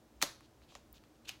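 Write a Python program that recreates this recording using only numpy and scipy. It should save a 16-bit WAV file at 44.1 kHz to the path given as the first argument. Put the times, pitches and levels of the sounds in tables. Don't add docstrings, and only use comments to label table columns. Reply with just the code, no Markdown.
import sys
import numpy as np
from scipy import signal
from scipy.fft import rfft, irfft, next_fast_len
from scipy.io import wavfile
from scipy.ndimage import uniform_filter1d, map_coordinates

SR = 44100
rng = np.random.default_rng(int(sys.argv[2]) if len(sys.argv) > 2 else 0)


def amp(db):
    return 10 ** (np.asarray(db, float) / 20)


def pcm_store(signal):
    levels = np.round(np.clip(np.atleast_2d(signal), -1, 1) * 32767)
    wavfile.write(sys.argv[1], SR, levels.astype(np.int16).T)


N = 61739

# (time [s], peak [dB], slip length [s], bright centre [Hz], thin edge [dB])
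FLAP_SNAPS = [(0.2162, -28.5, 0.0046, 3660, -8), (.2159, -33, .0025, 7600, -12),
              (.222, -21, 0.009, 4070, -14), (.225, -16, 0.0011, 5600, -20),
              (.2259, -13.5, 0.0013, 5500, -14), (.2256, -17, 0.0026, 3620, -10),
              (.2275, -19, .0008, 4070, -28), (0.2323, -24.5, 0.0052, 4570, -7),
              (.2405, -28, 0.0033, 4570, -12), (0.408, -49.5, 0.00061, 6800, -6.5),
              (0.619, -75, 0.00077, 2500, -14.5), (.7205, -68, 0.00243, 3000, -25),
              (.7521, -39.5, 0.0013, 5400, -41), (.7523, -50.5, 0.0026, 3200, -16.5),
              (.759, -49.5, 0.0046, 2960, -39), (0.9797, -55, 0.004, 3220, -25),
              (1.038, -56, 0.00097, 4440, -15.5), (1.0382, -65, .001, 2527, -22),
              (1.2549, -53, 0.0031, 3420, -20), (1.285, -46, .006, 6200, 3),
              (1.291, -32.5, .001, 3600, -13), (1.2919, -27.5, 0.0025, 2810, -16),
              (1.3002, -37.5, 0.0021, 3800, -23.5), (1.308, -50, 0.0019, 3890, -29)]
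# (time [s], peak [dB], ring centre [Hz])
BOX_KNOCKS = [(.2158, -28, 1900), (.2252, -19, 1560), (.2272, -26, 840), (.2275, -43, 177.9),
              (.2285, -35, 327.7), (.2315, -36.5, 475), (.2358, -31.5, 378), (.407, -50.5, 1250),
              (.618, -58.5, 1500), (.7215, -54.5, 710), (.7521, -43.5, 1580), (.7535, -45.5, 618),
              (1.038, -56.5, 1460), (1.2925, -42, 1840), (1.2945, -53, 450)]
# (strongest at [s], rise [s], fall [s], level
# [dB], centre [Hz])
CARD_RUBS = [(0.215, 0.0068, 0.0023, -55, 2970), (.45, 0.038, 0.018, -70, 3800),
             (.63, 0.013, 0.023, -71.5, 3600), (0.701, 0.017, 0.068, -66, 3600),
             (0.744, 0.033, .01, -71.5, 5640), (0.769, 0.023, 0.0104, -66.5, 5730),
             (0.943, .003, 0.011, -65, 3800), (.958, .01, .012, -70, 6380),
             (.972, 0.021, .005, -64.5, 3550), (1.044, 0.0027, 0.009, -72, 3550),
             (1.156, 0.0077, 0.0088, -78, 3580), (1.254, 0.0045, .015, -60.5, 3200),
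             (1.278, 0.0056, 0.036, -53, 2950), (1.29, 0.01, 0.0097, -46.5, 5000),
             (1.315, 0.014, 0.0074, -58.5, 4530), (1.344, 0.06, 0.016, -61, 2520),
             (0.2207, .003, .003, -44, 3807)]
# (time [s], peak [dB], centre [Hz])
NAIL_TICKS = [
    (.9281, -39.5, 14790),
    (.9283, -53.5, 10200),
    (.9308, -55, 10550),
]
# (centre [Hz], width [Hz], level [dB])
BODY_MODES = [(178.3, 163, -0.5), (334.8, 46, 5), (572.5, 38, 9), (755, 56.5, 11.5), (1192, 360, 8),
              (1794, 170, 10), (2460, 610, 10.5)]
# (centre [Hz], width [Hz], level [dB])
CARD_MODES = [(2556, 1400, -16), (3750, 130, -22), (4150, 1400, -17.5), (5336, 270, -16.5),
              (6800, 1800, -10.5)]
# (frequency [Hz], T60 [s])
ROOM_T60 = [(200, 0.37), (1000, .33), (2800, 0.29), (4500, 0.37), (7000, 0.27), (10000, 0.28),
            (15000, 0.24)]
# (frequency [Hz], density [dB per Hz])
AIR_SPECTRUM = [(25, -23.5), (48, -2.5), (170, -10.5), (560, -11.5), (900, -17), (2200, -26.5), (7000, -30),
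                (16000, -33.5)]
# (centre [Hz], width [Hz], level [dB])
HUM_BANDS = [(60.3, 8.2, -74.5), (117.2, 3.3, -76), (229, 27, -74), (312.2, 37, -71)]
# (time [s], level [dB])
RUMBLE_SWELL = [
    (0, 0.5),
    (.25, 3),
    (.55, 1.5),
    (.82, 4),
    (1.021, 4.5),
    (1.07, -7.5),
    (1.2, -3),
    (1.288, 4),
    (1.4, -4.5),
]


def filtered(x, response):
    size = next_fast_len(len(x) + 8192)
    spectrum = rfft(x, size) * response(np.fft.rfftfreq(size, 1 / SR))
    return irfft(spectrum, size)[:len(x)]


def unit(x):
    return x / np.sqrt(np.mean(x ** 2) + 1e-20)


def along(points, hz):
    point_hz, value = np.transpose(points)
    return np.interp(np.log(hz + 1), np.log(point_hz + 1), value)


def wobble(rate_hz):
    knots = rng.standard_normal(int(N * rate_hz / SR) + 4)
    return map_coordinates(knots, [np.arange(N) * rate_hz / SR])


def peak(f, hz, width_hz):
    return 1j * f * width_hz / (hz * hz - f * f + 1j * f * width_hz)


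def modes(table):
    def response(f):
        return sum((-1) ** k * amp(db) * peak(f, hz, width_hz) for k, (hz, width_hz, db) in enumerate(table))
    return response


def card(x, hz, q, edge_db):
    def response(f):
        flap = peak(f, hz, hz / q) ** 2 * (1 + modes(CARD_MODES)(f))
        edge = amp(edge_db) * peak(f, 12000, 11000) ** 2
        return flap - edge
    return filtered(x, response)


def place(rows, sound):
    length = 4096
    out, t = np.zeros(N + length), np.arange(length) / SR
    for (time_s, peak_db, *how), noise in zip(rows, rng.standard_normal((len(rows), length))):
        x = sound(t, noise, *how)
        out[round(time_s * SR):][:length] += amp(peak_db) * x / abs(x).max()
    return out[:N]


def snaps():
    def snap(t, noise, length_s, hz, edge_db):
        burst = (noise + 3.5 * (t == 0)) * np.exp(-(t / length_s) ** 2)
        return card(burst, hz, 1.46, edge_db)
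    return place(FLAP_SNAPS, snap)


def knocks():
    push_s, strike_q = 0.0001, 0.77

    def knock(t, noise, hz):
        push = np.exp(-t / push_s)
        return filtered(push, lambda f: modes(BODY_MODES)(f) * peak(f, hz, hz / strike_q) ** 2)
    return place(BOX_KNOCKS, knock)


def rubs():
    grain_db, grain_hz, rub_q, hiss_db, body_db = 0.5, 500, 1.25, -27, -10
    out, t = np.zeros(N), np.arange(N) / SR
    for time_s, rise_s, fall_s, db, hz in CARD_RUBS:
        drag = rng.standard_normal(N) * amp(grain_db * wobble(grain_hz))
        skin = unit(card(drag, hz, rub_q, hiss_db))
        body = amp(body_db) * unit(filtered(drag, modes(BODY_MODES[3:])))
        age = np.where(t < time_s, (time_s - t) / rise_s, (t - time_s) / fall_s)
        out += amp(db) * (skin + body) * np.exp(-age ** 2)
    return out


def ticks():
    decay_s, width_hz = 0.0007, 3200

    def tick(t, noise, hz):
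        click = (0.98 * noise + (t == 0)) * np.exp(-t / decay_s)
        return filtered(click, lambda f: peak(f, hz, width_hz) ** 2)
    return place(NAIL_TICKS, tick)


def room(x):
    level_db, delay_s, patch_db = -12, 0.0022, 1.5
    frame = dict(nperseg=256, noverlap=224)
    hz, t, z = signal.stft(x, SR, **frame)
    age_s = t[None] - delay_s
    linger = (age_s > 0) * amp(-120 * abs(age_s) / along(ROOM_T60, hz)[:, None])
    power = uniform_filter1d(abs(z) ** 2, size=5, axis=0)
    late = abs(signal.fftconvolve(power, linger / linger.sum(axis=1).mean(), axes=1)[:, :len(t)])
    noise = signal.stft(rng.standard_normal(N), SR, **frame)[2]
    patches = amp(patch_db * unit(uniform_filter1d(rng.standard_normal(z.shape), size=24, axis=1)))
    answer = np.sqrt(late) * patches * noise / abs(noise).mean()
    return amp(level_db) * signal.istft(answer, SR, **frame)[1][:N]


def hum_band(hz, width_hz, db):
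    return amp(db) * unit(filtered(rng.standard_normal(N), lambda f: peak(f, hz, width_hz) ** 2))


def floor():
    air_db, rumble_hz = -66, 105
    time_s, swell_db = np.transpose(RUMBLE_SWELL)
    swell = amp(np.interp(np.arange(N) / SR, time_s, swell_db - swell_db.mean()))
    air = amp(air_db) * unit(filtered(rng.standard_normal(N), lambda f: amp(along(AIR_SPECTRUM, f))))
    hum = sum(hum_band(*band) for band in HUM_BANDS)
    both = air * amp(0.23 * wobble(4.1)) + hum
    low = filtered(both, lambda f: 1 / (1 + (f / rumble_hz) ** 6))
    return both + (swell - 1) * low


def scene():
    top_hz, tick_top_hz = 15850, 16500
    box = snaps() + knocks() + rubs()
    tick = filtered(ticks(), lambda f: f < tick_top_hz)
    bed = box + room(box + tick) + floor()
    return (filtered(bed, lambda f: f < top_hz) + tick)[None]


def roll_off(x):
    return signal.sosfilt(signal.butter(12, 16590, fs=SR, output="sos"), x)


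def record(dry):
    shelf_hz, shelf_db = 8000, -3.5
    mic = filtered(dry[0], lambda f: amp(shelf_db / (1 + (shelf_hz / (f + 1)) ** 16)))
    return roll_off(mic[None])


dry = scene()
out = record(dry)
pcm_store(out)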